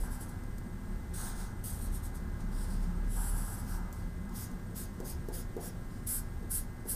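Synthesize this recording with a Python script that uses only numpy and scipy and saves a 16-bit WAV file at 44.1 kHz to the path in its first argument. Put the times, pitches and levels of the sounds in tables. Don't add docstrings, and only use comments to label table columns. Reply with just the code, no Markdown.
import sys
import numpy as np
from scipy import signal
from scipy.fft import rfft, irfft
from scipy.io import wavfile

SR = 44100
rng = np.random.default_rng(int(sys.argv[2]) if len(sys.argv) > 2 else 0)


def rack_gain(trim_db):
    fader = np.asarray(trim_db, float)
    return 10 ** (fader / 20)


def inscribe(sig):
    pcm = np.round(np.clip(np.atleast_2d(sig).T, -1, 1) * 32767)
    wavfile.write(sys.argv[1], SR, pcm.astype(np.int16))


N = 306495


def rms_one(x):
    return x / np.sqrt(np.mean(x ** 2) + 1e-20)


def in_time(rows):
    s, value = np.transpose(rows)
    return np.interp(np.arange(N) / SR, s, value)


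def drift(rate_hz):
    r = np.exp(-80 * np.pi * rate_hz / SR)
    noise = rng.standard_normal(N // 40 + 4002)
    slow = signal.lfilter([1], [1, -2 * r, r * r], noise)[4000:]
    return np.interp(np.arange(N) / 40, np.arange(len(slow)), rms_one(slow - slow.mean()))


def resonate(x, modes, waver_db=0):
    waver_hz = 5.4
    out = 0
    for k, (hz, width_hz, db) in enumerate(modes):
        r = np.exp(-np.pi * width_hz / SR)
        a = [1, -2 * r * np.cos(2 * np.pi * hz / SR), r * r]
        gain = rack_gain(db + waver_db * drift(waver_hz)) if waver_db else rack_gain(db)
        ring = (1 - r * r) / 2 * signal.lfilter([1, 0, -1], a, x)
        out = out + (-1) ** k * gain * ring
    return rms_one(out)


def band(x, low_hz, high_hz):
    return rms_one(signal.sosfilt(signal.butter(3, [low_hz, high_hz], "band", fs=SR, output="sos"), x))


def gesture(start_s, rise_s, hold_s, early_db, late_db, arch_db, fade_db_per_s):
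    climb_db, faintest_db = 29, -95
    t = np.arange(N) / SR - start_s
    through = np.clip((t - rise_s) / hold_s, 0, 1)
    db = early_db + (late_db - early_db) * through + arch_db * np.sin(np.pi * through)
    db = db - climb_db * np.clip(1 - t / rise_s, 0, 1)
    db = db - fade_db_per_s * np.maximum(t - rise_s - hold_s, 0)
    return db, (t >= 0) & (db > faintest_db)


def catches():
    catches_per_s = 9000
    sizes = rack_gain(-1.5 * np.minimum(rng.exponential(1, N), 5)) * rng.choice([-1, 1], N)
    return sizes * (rng.random(N) < catches_per_s / SR) + 1e-18


def stroke_powers():
    # start in s, rise in s, pull in s, scratch level early and late in the pull in dB
    strokes = [(0.0, 0.0012, 0.057, -54.5, -54.5), (.085, 0.027, 0.045, -52.5, -55),
               (.172, 0.038, .005, -49.5, -49.5), (.265, 0.029, .003, -56, -59),
               (1.131, 0.0089, 0.15, -47, -47), (1.27, .12, 0.077, -50.5, -60.5),
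               (1.635, 0.0062, 0.16, -41.5, -58), (1.7, 0.12, 0.046, -50, -52.5),
               (1.894, 0.047, 0.025, -48.5, -49), (2.01, 0.026, 0.028, -52, -52.5),
               (2.13, 0.026, .005, -51, -54), (2.385, 0.024, .003, -56, -75), (2.49, .03, 0.12, -62.5, -53),
               (2.57, .14, .03, -54.5, -56), (2.72, 0.11, .01, -59, -61), (3.05, 0.058, 0.19, -52.5, -44.5),
               (3.2, .17, 0.034, -47.5, -50), (3.34, 0.076, .13, -52.5, -48),
               (3.5, 0.096, .006, -49.5, -52), (3.63, 0.058, 0.067, -52, -53),
               (3.925, 0.0044, 0.086, -62, -66), (4.31, 0.05, 0.082, -49, -49.5),
               (4.74, 0.023, 0.073, -47.5, -51.5), (5.03, 0.022, 0.061, -52, -48.5),
               (5.31, 0.03, 0.071, -47.5, -52), (5.588, 0.023, 0.073, -52, -49),
               (5.88, 0.029, 0.072, -68, -71), (6.062, 0.0096, 0.099, -39, -38.5),
               (6.493, 0.016, 0.071, -38.5, -38.5), (6.861, 0.034, 0.034, -36.5, -39.5)]
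    headings = [0, 0, 0, 0, 1, 1, 2, 2, 2, 2, 2, 1, 3, 3, 3, 0, 0, 0, 0, 4, 4, 5, 5, 5, 7, 7, 3, 6, 6, 6]
    # fade as the nib lifts in dB/s, paper drag at a firm stroke in dB,
    # brightness of the top against the scratch in dB.
    pulls = [(328, -59.5, -0.5), (280, -53, 3.5), (454, -59, 2.5), (320, -55, 4), (260, -57.5, 4),
             (474, -54, -0.5), (426, -59, -4.5), (900, -54.5, -0.5)]
    arch_db = 1.7
    drag_follows, firm_db = 0.7, -46.5
    fresh_top_db, fresh_drag_db, fresh_s = -3, 0.5, 0.04
    power = np.zeros((len(pulls), 3, N))
    for stroke, k in zip(strokes, headings):
        fade_db_per_s, drag_db, bright_db = pulls[k]
        db, on = gesture(*stroke, arch_db, fade_db_per_s)
        db = db[on]
        fresh = np.exp(-np.arange(on.sum()) / (fresh_s * SR))
        top_db = db + bright_db + fresh_top_db * fresh
        sheet_db = drag_db + drag_follows * (db - firm_db) + fresh_drag_db * fresh
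        power[k][:, on] += rack_gain([db, top_db, sheet_db]) ** 2
    return power


def marker():
    # frequency in Hz, width in Hz.
    nib_modes = [(7700, 310), (8300, 370), (8800, 410), (9200, 410), (9800, 240), (10300, 280),
                 (10800, 360), (11400, 390), (12100, 770), (12700, 670), (13300, 570), (14000, 850),
                 (14700, 730)]
    # frequency in Hz, width in Hz.
    paper_modes = [(1500, 195), (2200, 810), (3000, 1340), (3700, 740), (4300, 860), (5000, 530),
                   (5700, 540), (6500, 660), (7000, 720)]
    nib_drive = [(-4, -5.5, -7.5, -8.5, -6.5, -1.5, -7, -8, -10, -13.5, -24, -13, -25),
                 (-6, 0.5, -2, -6, -3, -3.5, -8, -11, -12, -14, -12, -14, -6),
                 (-8, -3, -3, -3, -6, -6, -7, -4, -7, -13, -9, -15, -10),
                 (-6, -2, -4, -5, 0, -4, -6, -6, -10, -10, -7, -12, -11),
                 (-1, 0, -1, -2, -1, 1, 3, -2, 3, -2, -7, -2, -11),
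                 (-5.5, -3.5, -7, -5, -1, -6, -8, -8, -6, -4, -2, -4, -8),
                 (-9, -6.5, -7, -7, -6.5, -2.5, -6, -9, -11, -7, -11, -13, -15),
                 (-3, -1.5, -4, -2, 2, 3, -3, -10, -8, -3, -3, 0, -2)]
    paper_drive = [(-3, -10.5, -5, -2.5, -4.5, 0.5, -0.36, 0.5, -3), (5.5, -4, -4.5, 1, 0.5, 2, 1, 5, 2),
                   (-7, -8, -5, 1, -2, 0.5, 0, 2.5, 1), (-2, -17, -11.5, -2.5, -2, 2.8, -1.2, -3, -2),
                   (-17, -9, -7, -4, -4, 0.5, 0.32, -0.5, -1), (-2, -8.5, -9, -4, -3.5, 1, -1, 2, -1),
                   (0.5, -10, -9.5, -4.5, -4.5, 0.5, -0.84, 2, 2),
                   (2, -8, -6.5, -3, -4, 1.5, -0.85, 1.5, 0)]
    waver_db = 1
    rasp_db = -8
    drag_lingers_s = 0.01
    slips = catches() * rack_gain(0.7 * drift(54.0))
    rasp = catches()
    nib_rasp = rack_gain(rasp_db) * band(rasp, 7900, 14000)
    paper_rasp = rack_gain(rasp_db) * band(rasp, 2460, 7900)
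    above = signal.butter(4, 11200, "high", fs=SR, output="sos")
    r = np.exp(-1 / (drag_lingers_s * SR))
    out = np.zeros(N)
    for nib_db, paper_db, (scratch, bright, drag) in zip(nib_drive, paper_drive, stroke_powers()):
        nib = resonate(slips, np.column_stack([nib_modes, nib_db]), waver_db)
        nib = band(nib + nib_rasp, 7540, 14750)
        top = signal.sosfilt(above, nib)
        sheet = resonate(slips, np.column_stack([paper_modes, paper_db]), waver_db)
        sheet = band(sheet + paper_rasp, 1110, 7630)
        drag = np.maximum(drag, signal.lfilter([1 - r], [1, -r], drag + 1e-18))
        out += np.sqrt(scratch) * (nib - top) + np.sqrt(bright) * top + np.sqrt(drag) * sheet
    return out


def taps():
    # time in s, blow in dB before the felt softens it, tick in dB.
    landings = np.array([(0.436, -57, -53), (0.582, -60, -48), (3.927, -61, -46), (4.005, -59, -64),
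                         (4.293, -59, -53), (4.514, -54, -53), (4.71, -46.5, -61), (5.002, -36, -47.5),
                         (5.286, -34, -45.5), (5.566, -31.5, -50), (6.427, -44, -59), (6.855, -41.5, -55)])
    # frequency in Hz, relative level in dB, t60 in s.
    table_modes = [(373.7, -5, 0.22), (422, -1, 0.08), (461, -5, 0.085), (610, -16, .08), (794, -17, .08)]
    # frequency in Hz, width in Hz, relative level in dB.
    after_ring = [(402, 190, -1.5), (530, 183, -1), (686, 180, -5.5), (874, 180, -9)]
    boom_t60_s, boom_db = 0.64, -12.5
    tick_t60_s = 0.022
    at = np.round(landings[:, 0] * SR).astype(int)
    blows, ticks = np.full((2, N), 1e-18)
    blows[at], ticks[at] = rack_gain(landings[:, 1]), rack_gain(landings[:, 2])
    thuds = np.zeros(N)
    for hz, db, t60_s in table_modes:
        r, w = rack_gain(-60 / (t60_s * SR)), 2 * np.pi * hz / SR
        thuds += rack_gain(db) * signal.lfilter([0, np.sin(w)], [1, -2 * r * np.cos(w), r * r], blows)
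    for _ in range(2):
        thuds = signal.lfilter([.12], [1, -.88], thuds)
    late_blows = np.roll(blows, 300)
    hanging = signal.lfilter([1], [1, -rack_gain(-60 / (boom_t60_s * SR))], late_blows)
    boom = rack_gain(boom_db) * hanging * band(resonate(rng.standard_normal(N), after_ring), 216, 1010)
    dying = signal.lfilter([1], [1, -rack_gain(-60 / (tick_t60_s * SR))], ticks)
    return thuds + boom, dying * band(rng.standard_normal(N), 4800, 17000)


def hand():
    # start in s, hold in s, level at start and end of hold in dB.
    slides = [(0.0, .34, -52, -59.5), (.55, 0.73, -63, -65), (1.15, 0.33, -50.5, -57),
              (1.627, 1.34, -59, -58), (3.13, 0.55, -49.5, -55.5), (3.68, 0.32, -52.5, -60),
              (4.224, 0.24, -58, -62), (4.5, 1.3, -64, -69), (6.05, .12, -63, -61), (6.3, .65, -68, -63)]
    # frequency in Hz, width in Hz, relative level in dB.
    sheet_modes = [(830, 206, 2), (1077, 190, -0.5), (1200, 187, 0), (1637, 230, -3)]
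    rise_s, fade_db_per_s = 0.04, 84
    power = np.zeros(N)
    for start_s, hold_s, early_db, late_db in slides:
        db, on = gesture(start_s, rise_s, hold_s, early_db, late_db, 0, fade_db_per_s)
        power += on * rack_gain(2 * db)
    return np.sqrt(power) * band(resonate(rng.standard_normal(N), sheet_modes), 690, 1850)


def room(x, t60_s, db):
    t = np.arange(SR // 2) / SR
    tail = rng.standard_normal(len(t)) * rack_gain(-60 * t / t60_s) * (t > .004)
    return rack_gain(db) * signal.fftconvolve(x, tail / np.sqrt(np.sum(tail ** 2)))[:N]


def ventilation():
    # time in s, level in dB.
    hum_wander = [(0.0, -31), (0.15, -39), (0.31, -55), (0.43, -40.5), (0.66, -48.5), (1.41, -36.5),
                  (1.49, -49), (1.9, -33.5), (1.99, -42), (3.31, -32), (3.56, -43), (3.89, -36),
                  (4.01, -41.5), (5.03, -45), (5.09, -40), (6.19, -44), (6.21, -46), (6.66, -42),
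                  (6.85, -53), (6.95, -36)]
    # time in s, level in dB.
    octave_wander = [(0.0, -58), (0.06, -46), (0.87, -55.5), (0.99, -43.5), (1.51, -52.5), (1.74, -39.5),
                     (3.29, -49), (4.2, -44), (4.31, -54), (5.07, -50), (5.17, -39.5), (5.3, -54),
                     (6.56, -48), (6.95, -55)]
    # time in s, level in dB.
    drone_wander = [(0.1, -49), (0.31, -56), (0.6, -49.5), (1.95, -49.5), (2.06, -56.5), (2.43, -46),
                    (2.9, -43.5), (3.17, -50.5), (4.66, -47.5), (4.85, -52), (6.93, -54), (6.95, -55)]
    # frequency in Hz, width in Hz, relative level in dB.
    hum_modes = [(35.33, 4.9, 0)]
    throb_modes = [(90.3, 9.2, 0), (117.2, 16, -3.5)]
    drone_modes = [(176.1, 7.6, 4.5), (205.3, 16, 2)]
    duct_modes = [(229, 25.4, 4), (370.4, 24, -4.5)]
    throb_level_db, duct_db, draught_db = -47, -52.5, -45
    flutter_db, flutter_hz = 0.8, 4.4
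    octave_db = in_time(octave_wander) + flutter_db * drift(flutter_hz)
    throb_db = throb_level_db + flutter_db * drift(flutter_hz)
    drone_db = in_time(drone_wander) + flutter_db * drift(flutter_hz)
    turn = 2 * np.pi * np.cumsum(hum_modes[0][0] + 1.096 * drift(1.17)) / SR
    hum = rms_one(np.sin(turn) + 0.38 * resonate(rng.standard_normal(N), hum_modes))
    octave = rms_one(np.sin(2 * turn) + 0.51 * band(rng.standard_normal(N), 65.2, 84.3))
    throb = band(resonate(rng.standard_normal(N), throb_modes), 80.6, 132.5)
    drone = band(resonate(rng.standard_normal(N), drone_modes), 144, 207.8)
    duct = band(resonate(rng.standard_normal(N), duct_modes), 218, 388)
    draught = band(rng.standard_normal(N), 13.3, 46.0)
    rumble = rack_gain(in_time(hum_wander)) * hum + rack_gain(octave_db) * octave
    rumble = rumble + rack_gain(throb_db) * throb + rack_gain(drone_db) * drone
    return rumble + rack_gain(duct_db) * duct + rack_gain(draught_db) * draught


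def motor():
    # multiple of the shaft tone, rms level in dB before the waver.
    harmonics = [(4, -75), (8, -67), (9, -73.5), (10, -69), (11, -82)]
    # frequency in Hz, width of each of two passes in Hz, rms level in dB.
    whistles = [(1060, 6.2, -70), (8400, 47, -75), (8460, 110, -77.5)]
    shaft_hz = 203.5
    turn = 2 * np.pi * shaft_hz * np.arange(N) / SR
    out = np.zeros(N)
    for k, db in harmonics:
        gain = np.sqrt(2) * rack_gain(db + 1.2 * drift(1.7))
        out += gain * np.sin(k * turn + rng.uniform(0, 2 * np.pi))
    for hz, width_hz, db in whistles:
        once = resonate(rng.standard_normal(N), [(hz, width_hz, 0)])
        out += rack_gain(db) * resonate(once, [(hz, width_hz, 0)])
    return out


def room_tone():
    # frequency in Hz, relative spectral density in dB.
    points = np.array([(12, -31), (20, -1), (80, -7), (140, -7), (175, -5), (201, -23), (245, -8.5),
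                       (297, -27), (342, -17), (810, -26), (1580, -27.5), (2330, -39.5), (6350, -42),
                       (8620, -42), (15500, -44)])
    level_db = -50
    hz = np.maximum(np.arange(N // 2 + 1) * SR / N, 1)
    colour = rack_gain(np.interp(np.log(hz), np.log(points[:, 0]), points[:, 1])) * (hz > 125)
    hiss = rms_one(irfft(rfft(rng.standard_normal(N)) * colour, N))
    return rack_gain(level_db + .5 * drift(1.9)) * hiss


def scene():
    scratch = marker()
    thuds, ticks = taps()
    bright = scratch + ticks
    drawing = bright + room(bright, t60_s=0.071, db=-8.5) + thuds
    return (drawing + hand() + ventilation() + motor() + room_tone())[None]


def low_pass(x):
    return signal.sosfilt(signal.butter(12, 15620, fs=SR, output="sos"), x)


def record(dry):
    cut = signal.sosfilt(signal.ellip(12, .5, 55, 15330, fs=SR, output="sos"), dry)
    return low_pass(cut)


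dry = scene()
out = record(dry)
inscribe(out)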